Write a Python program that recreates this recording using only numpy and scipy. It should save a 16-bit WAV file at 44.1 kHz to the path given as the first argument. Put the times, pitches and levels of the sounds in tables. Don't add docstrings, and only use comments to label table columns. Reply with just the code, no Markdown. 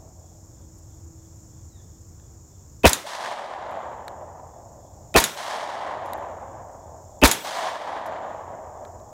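import sys
import numpy as np
from scipy import signal
from scipy.fft import rfft, irfft, next_fast_len
from scipy.io import wavfile
from scipy.ndimage import uniform_filter1d, minimum_filter1d

SR = 44100
rng = np.random.default_rng(int(sys.argv[2]) if len(sys.argv) > 2 else 0)


def generate_wav(sig):
    pcm = np.round(np.clip(np.atleast_2d(sig).T, -1, 1) * 32767).astype(np.int16)
    wavfile.write(sys.argv[1], SR, pcm)


N = 402620

# t/s, boom level/dB, crack level/dB, swing level/dB, swing f/Hz, target level/dB, echo level/dB
GUNSHOTS = [(2.8330, 11, 2.5, 8, 63, 9, -12.5), (5.1410, 5.5, 5, 1, 48.5, 9, -11.5),
            (7.2150, 8.5, 6, 8, 49.2, 11.5, -10)]
CRACK_S, GROUND_LAG_S = .021, .0045
SOUND_M_PER_S = 343


def amp(db):
    return 10 ** (np.asarray(db) / 20)


def unit_rms(x):
    return x / np.sqrt(np.mean(x ** 2) + 1e-20)


def curve_at(points, hz):
    f, value = np.transpose(points)
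    return np.interp(np.log(hz + 1), np.log(f + 1), value)


def clock(seconds):
    return np.arange(int(seconds * SR)) / SR


def add(mix, s, sound):
    at = round(s * SR)
    sound = sound[max(-at, 0):]
    part = mix[max(at, 0):][:len(sound)]
    part += sound[:len(part)]


def noise(spectrum, size):
    full = next_fast_len(size + 2048)
    hz = np.fft.rfftfreq(full, 1 / SR)
    white = rfft(rng.standard_normal(full))
    return unit_rms(irfft(white * amp(curve_at(spectrum, hz)), full))[:size]


def drift(per_s, size):
    knots = rng.standard_normal(2000)
    return unit_rms(np.interp(np.arange(size) / SR * per_s, np.arange(len(knots)), knots))


def envelope(t, attack_s, hold_s, t60):
    fall_db = -60 * np.maximum(t - attack_s - hold_s, 0) / t60
    return np.clip(t / attack_s, 0, 1) ** 2 * amp(fall_db)


def burst(spectrum, db, attack_s, hold_s, t60):
    t = clock(.7)
    return amp(db) * noise(spectrum, len(t)) * envelope(t, attack_s, hold_s, t60)


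def tick(spectrum, t60):
    t = clock(0.67)
    return noise(spectrum, len(t)) * amp(-60 * t / t60)


def ring(modes):
    t = clock(1)
    return sum(amp(db - 60 * t / t60) * np.sin(2 * np.pi * hz * t) for hz, db, t60 in modes)


def insects():
    # f/Hz, level/dB
    chorus_band = [(2800, -31), (4200, -25), (4900, -18.5), (5350, -9.5), (5900, -10), (6500, -5),
                   (7100, -2), (7700, -8), (8600, -22), (10400, -28.5), (11500, -23.5), (14000, -20),
                   (15700, -23.5)]
    trill_band = [(6000, -43.5), (6800, -5.5), (7130, -1), (7400, -16.5), (8200, -45)]
    chirp_band = [(2800, -33), (3350, -4.5), (3500, -2), (3680, -9), (4200, -44)]
    t = np.arange(N) / SR
    stroke_hz = 28.1 * (1 + .012 * drift(5, N))
    strokes = np.sin(np.pi * np.cumsum(stroke_hz) / SR) ** 4
    chirps = np.sin(np.pi * (3.05 * t + .66)) ** 2
    chorus = amp(-57.5 + 0.33 * drift(9.2, N)) * noise(chorus_band, N)
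    trill = amp(-64) * unit_rms(strokes) * noise(trill_band, N)
    return chorus + trill + amp(-78.5) * chirps * noise(chirp_band, N)


def traffic():
    # f/Hz, level/dB
    rumble = [(15, -32), (25, -23.5), (85, -4.5), (226, -23.5), (260, -25), (325, -23.5), (366, -28),
              (753, -34), (997, -36.5), (3000, -59), (3900, -86), (6600, -120)]
    return amp(-46.5 + 0.9 * drift(18, N)) * noise(rumble, N)


def hum():
    t = np.arange(N) / SR
    level = amp(-57.5 + 2.5 * drift(7, N)) * envelope(t, attack_s=0.31, hold_s=0.96, t60=8.5)
    hz = 325 + 4 * drift(25, N)
    return level * np.sin(2 * np.pi * np.cumsum(hz) / SR)


def echo_level(t):
    tree_line_m, deep_forest_m, loss_db_per_s = 38, 72.5, 10
    first_s, full_s = 2 * tree_line_m / SOUND_M_PER_S, 2 * deep_forest_m / SOUND_M_PER_S
    onset = np.clip((t - first_s) / 0.016, 0, 1)
    build_db = np.interp(t, [first_s, full_s], [-7, 0])
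    beyond_s = np.maximum(t - full_s, 0)
    return onset * amp(build_db - loss_db_per_s * beyond_s) * full_s / (full_s + beyond_s)


def forest(grain_db, flutter_db):
    # f/Hz, level/dB
    echo_spectrum = [(30, -49.5), (70, -26.5), (150, -20.5), (300, -17), (470, -15), (600, 1), (800, 2.5),
                     (1000, 3.5), (1350, -6), (1800, -1.5), (2600, -9), (3300, -2), (6500, -4.5),
                     (9500, -10.5), (15500, -24)]
    # f/Hz, decay rate/(dB/s)
    absorption = [(100, 1), (400, -2), (750, 3.5), (1400, 12), (2700, 24), (4600, 39), (8000, 46),
                  (14000, 55)]
    t = clock(4)
    reflections = rng.standard_normal(len(t))
    reflections *= amp(grain_db * drift(500, len(t)) + flutter_db * drift(34.6, len(t)))
    hz, age, frames = signal.stft(unit_rms(reflections), SR, nperseg=512)
    colour = amp(curve_at(echo_spectrum, hz)[:, None] - curve_at(absorption, hz)[:, None] * age)
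    colour /= np.sqrt(np.mean(colour[:, np.searchsorted(age, .5)] ** 2))
    return signal.istft(frames * colour, SR, nperseg=512)[1][:len(t)] * echo_level(t)


def landing_cases():
    # t/s, rustle level/dB, ring level/dB
    landings = [(0.784, -57, -96), (3.711, -49, -66), (6.058, -44, -61), (6.176, -52, -66),
                (8.061, -37, -77)]
    # f/Hz, level/dB
    grass = [(1500, -25), (6000, 0), (9000, -2), (12000, 1), (15500, -10)]
    # f/Hz, level/dB, t60/s
    brass_mode = [(10700, 0, 0.5)]
    out = np.zeros(N)
    for s, rustle_db, ring_db in landings:
        add(out, s, amp(rustle_db) * tick(grass, t60=0.05))
        add(out, s, amp(ring_db) * ring(brass_mode))
    return out


def bird():
    start_s, length_s = 1.695, 0.11
    start_hz, sag_hz_per_s, swell_db_per_s = 2090, 3400, 54
    t = clock(.25)
    rasp = 1 + .016 * drift(700, len(t))
    phase = 2 * np.pi * np.cumsum((start_hz - sag_hz_per_s * t) * rasp) / SR
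    level = amp(swell_db_per_s * (t - length_s) + 2 * drift(77, len(t)))
    level *= envelope(t, attack_s=.005, hold_s=length_s, t60=.04)
    note = level * (np.sin(2 * phase) + .5 * np.sin(phase))
    trees = rng.standard_normal(SR) * amp(-60 * clock(1) / .6)
    out = np.zeros(N)
    add(out, start_s, note)
    add(out, start_s, amp(-3) * signal.fftconvolve(note, trees / np.linalg.norm(trees)))
    return amp(-65.5) * out


def gun_clicks():
    # t/s, knock level/dB, snap level/dB
    clicks = [(2.199, -57, -73), (4.0807, -25, -31), (4.399, -57, -75), (5.029, -63, -73),
              (6.1340, -28, -22.5), (8.8506, -36, -54), (8.9994, -52, -67)]
    # f/Hz, level/dB
    knock = [(300, -22), (1400, 6), (2200, -1.5), (3000, -11), (3700, 5.5), (4700, -8.5), (5600, -13),
             (7000, -15), (15000, -26)]
    snap = [(2000, -24), (7000, -34), (8300, 8), (9500, -21), (11000, -10), (12400, 2), (13800, -14),
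            (15500, -15)]
    out = np.zeros(N)
    for s, knock_db, snap_db in clicks:
        add(out, s, amp(knock_db) * tick(knock, t60=0.013))
        add(out, s, amp(snap_db) * tick(snap, t60=0.0069))
    return out


def boom():
    # f/Hz, level/dB
    dull_gas = [(30, -10.5), (150, -15), (250, 0.5), (400, -2), (560, -2), (730, -1.5), (930, -8.5),
                (1300, -16), (2000, -19), (3100, -19), (3800, -36.5), (16000, -56)]
    bark = [(2000, -30.5), (2380, -3.5), (2550, 4.5), (2800, -8.5), (3150, -7), (3600, -36.5)]
    # f/Hz, level/dB, t60/s
    punch = [(264.7, -9, 0.068), (420, -11.5, 0.069), (706, -5, 0.036)]
    out = np.zeros(SR)
    add(out, 0, burst(dull_gas, db=0, attack_s=0.016, hold_s=0.014, t60=0.027))
    add(out, 0, burst(bark, db=-6, attack_s=0.016, hold_s=.008, t60=.04))
    add(out, .0115, amp(2) * ring(punch))
    return out


def crack():
    # f/Hz, level/dB
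    spit = [(300, -6.5), (2500, 5), (5000, -2.5), (9000, -8.5), (15500, -12)]
    report = [(140, -29.5), (230, -6.5), (674, -7), (818, -10.5), (975, -3), (1180, -5.5), (2530, -10),
              (2810, -19), (3990, -9), (4850, -13), (15500, -22.5)]
    field = [(35, -31), (60, -14.5), (231, -7.5), (976, -4.5), (1290, -7.5), (1480, -7), (2840, -12),
             (3580, -10), (4520, -16.5), (5980, -13.5), (15500, -27.5)]
    # f/Hz, level/dB, t60/s
    hollows = [(313.4, -4.5, 0.044), (400, -7.5, 0.084), (680, -3, 0.16), (919, 2, 0.22), (1767, -1, 0.13),
               (1991, -16.5, .08), (2000, -13, 0.077), (2640, -13, 0.042), (2800, -14, .08),
               (3311, -12, 0.12), (3930, -13, 0.11)]
    out = np.zeros(SR)
    add(out, 0, burst(spit, db=-19.5, attack_s=.0015, hold_s=.001, t60=.06))
    add(out, CRACK_S, amp(15) * shock(overpressure_s=0.00084))
    add(out, CRACK_S, burst(report, db=5, attack_s=0.00052, hold_s=0.001, t60=.018))
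    add(out, CRACK_S, amp(-7) * ring(hollows))
    add(out, CRACK_S + GROUND_LAG_S, burst(report, db=1.5, attack_s=0.0037, hold_s=.017, t60=.04))
    add(out, CRACK_S, burst(field, db=-10.5, attack_s=0.031, hold_s=.025, t60=0.46))
    return out


def shock(overpressure_s):
    u = clock(.5) / overpressure_s
    return (1 - u) * np.exp(-u)


def swing(hz, rise_s):
    t = clock(.5)
    cycles = np.cumsum(hz * (1 + 1.3 * np.exp(-t / 0.0064))) / SR
    u = t / rise_s
    return -np.sin(2 * np.pi * cycles) * u ** .5 * np.exp((1 - u ** 2) / 4)


def slide():
    # f/Hz, level/dB
    steel = [(2000, -24), (6500, 0), (9000, -2.5), (11500, -2.5), (13500, -7), (15500, -6)]
    return burst(steel, db=-1, attack_s=0.004, hold_s=.003, t60=0.04)


def target():
    # f/Hz, level/dB
    slap = [(300, -30.5), (1500, -8), (3000, -7), (3900, -1), (5200, -9.5), (7000, -1.5), (8300, -6),
            (10500, -7), (12500, -13), (15500, -13.5)]
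    # f/Hz, level/dB, t60/s
    plate_modes = [(3640, -21.5, 0.11), (6850, -12.5, 0.061), (7900, -37, .06), (11260, -20, 0.077)]
    delay_s = .099
    out = np.zeros(N)
    for s, *_, hit_db, _ in GUNSHOTS:
        splash = tick(slap, t60=0.011) + amp(-14.5) * tick(slap, t60=0.1)
        add(out, s + delay_s, amp(hit_db) * splash)
        add(out, s + delay_s, amp(hit_db) * ring(plate_modes))
    return out


def brush():
    # f/Hz, level/dB
    dull_slap = [(200, -23), (450, -12), (620, 16), (850, -16), (2000, -40), (8000, -60)]
    return burst(dull_slap, db=-23, attack_s=0.0083, hold_s=0.014, t60=0.044)


def pistol():
    brush_m = 34.8
    out = np.zeros(N)
    for s, boom_db, crack_db, swing_db, swing_hz, _, echo_db in GUNSHOTS:
        add(out, s, amp(boom_db) * boom())
        add(out, s, amp(crack_db) * crack())
        add(out, s + CRACK_S + GROUND_LAG_S, amp(swing_db) * swing(swing_hz, rise_s=0.01))
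        add(out, s + 0.056, slide())
        add(out, s + 2 * brush_m / SOUND_M_PER_S, brush())
        add(out, s, amp(echo_db) * forest(grain_db=1.5, flutter_db=0.92))
    return out


def flying_cases():
    # t/s, level/dB
    ejections = [(5.240, -18), (7.314, -10.5)]
    # f/Hz, level/dB, t60/s
    brass_modes = [(3300, -6.5, 0.39), (7860, -15.5, 0.63), (11170, 0.5, .2), (11480, -15, .25),
                   (13800, -14.5, 0.96), (14210, -7.5, .15)]
    out = np.zeros(N)
    for s, db in ejections:
        tumble_hz = rng.uniform(6, 9.8)
        tumble = 1 + .5 * np.cos(2 * np.pi * tumble_hz * clock(1))
        add(out, s, amp(db) * ring(brass_modes) * tumble)
    return out


def scene():
    shots = pistol()
    add(shots, -2.3, amp(-16) * forest(grain_db=1, flutter_db=2))
    metal = target() + flying_cases() + landing_cases() + gun_clicks()
    return (shots + metal + insects() + traffic() + hum() + bird())[None]


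def recover(cut_db, db_per_s, hold_s=0.12):
    half = round(hold_s * SR / 2)
    held_db = -minimum_filter1d(-cut_db, 2 * half + 1, origin=half)
    fall_db = np.arange(N) / SR * db_per_s
    return np.maximum.accumulate(held_db + fall_db) - fall_db


def record(dry):
    threshold_db, range_db, ceiling, cutoff_hz = -30, 18, .86, 15900
    power_db = 10 * np.log10(abs(uniform_filter1d(dry[0] ** 2, size=500)) + 1e-12)
    cut_db = 0.72 * np.maximum(power_db - threshold_db, 0)
    quick_db = np.minimum(recover(cut_db, db_per_s=32), range_db)
    slow_db = recover(0.33 * quick_db, db_per_s=3.5)
    ducked = dry / amp(uniform_filter1d(np.maximum(quick_db, slow_db), size=100))
    clipped = ducked / (1 + (ducked / ceiling) ** 4) ** .25
    lowpass = signal.firwin(255, cutoff_hz, window=("kaiser", 8), fs=SR)
    return signal.oaconvolve(clipped, lowpass[None], "same")


dry = scene()
out = record(dry)
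generate_wav(out)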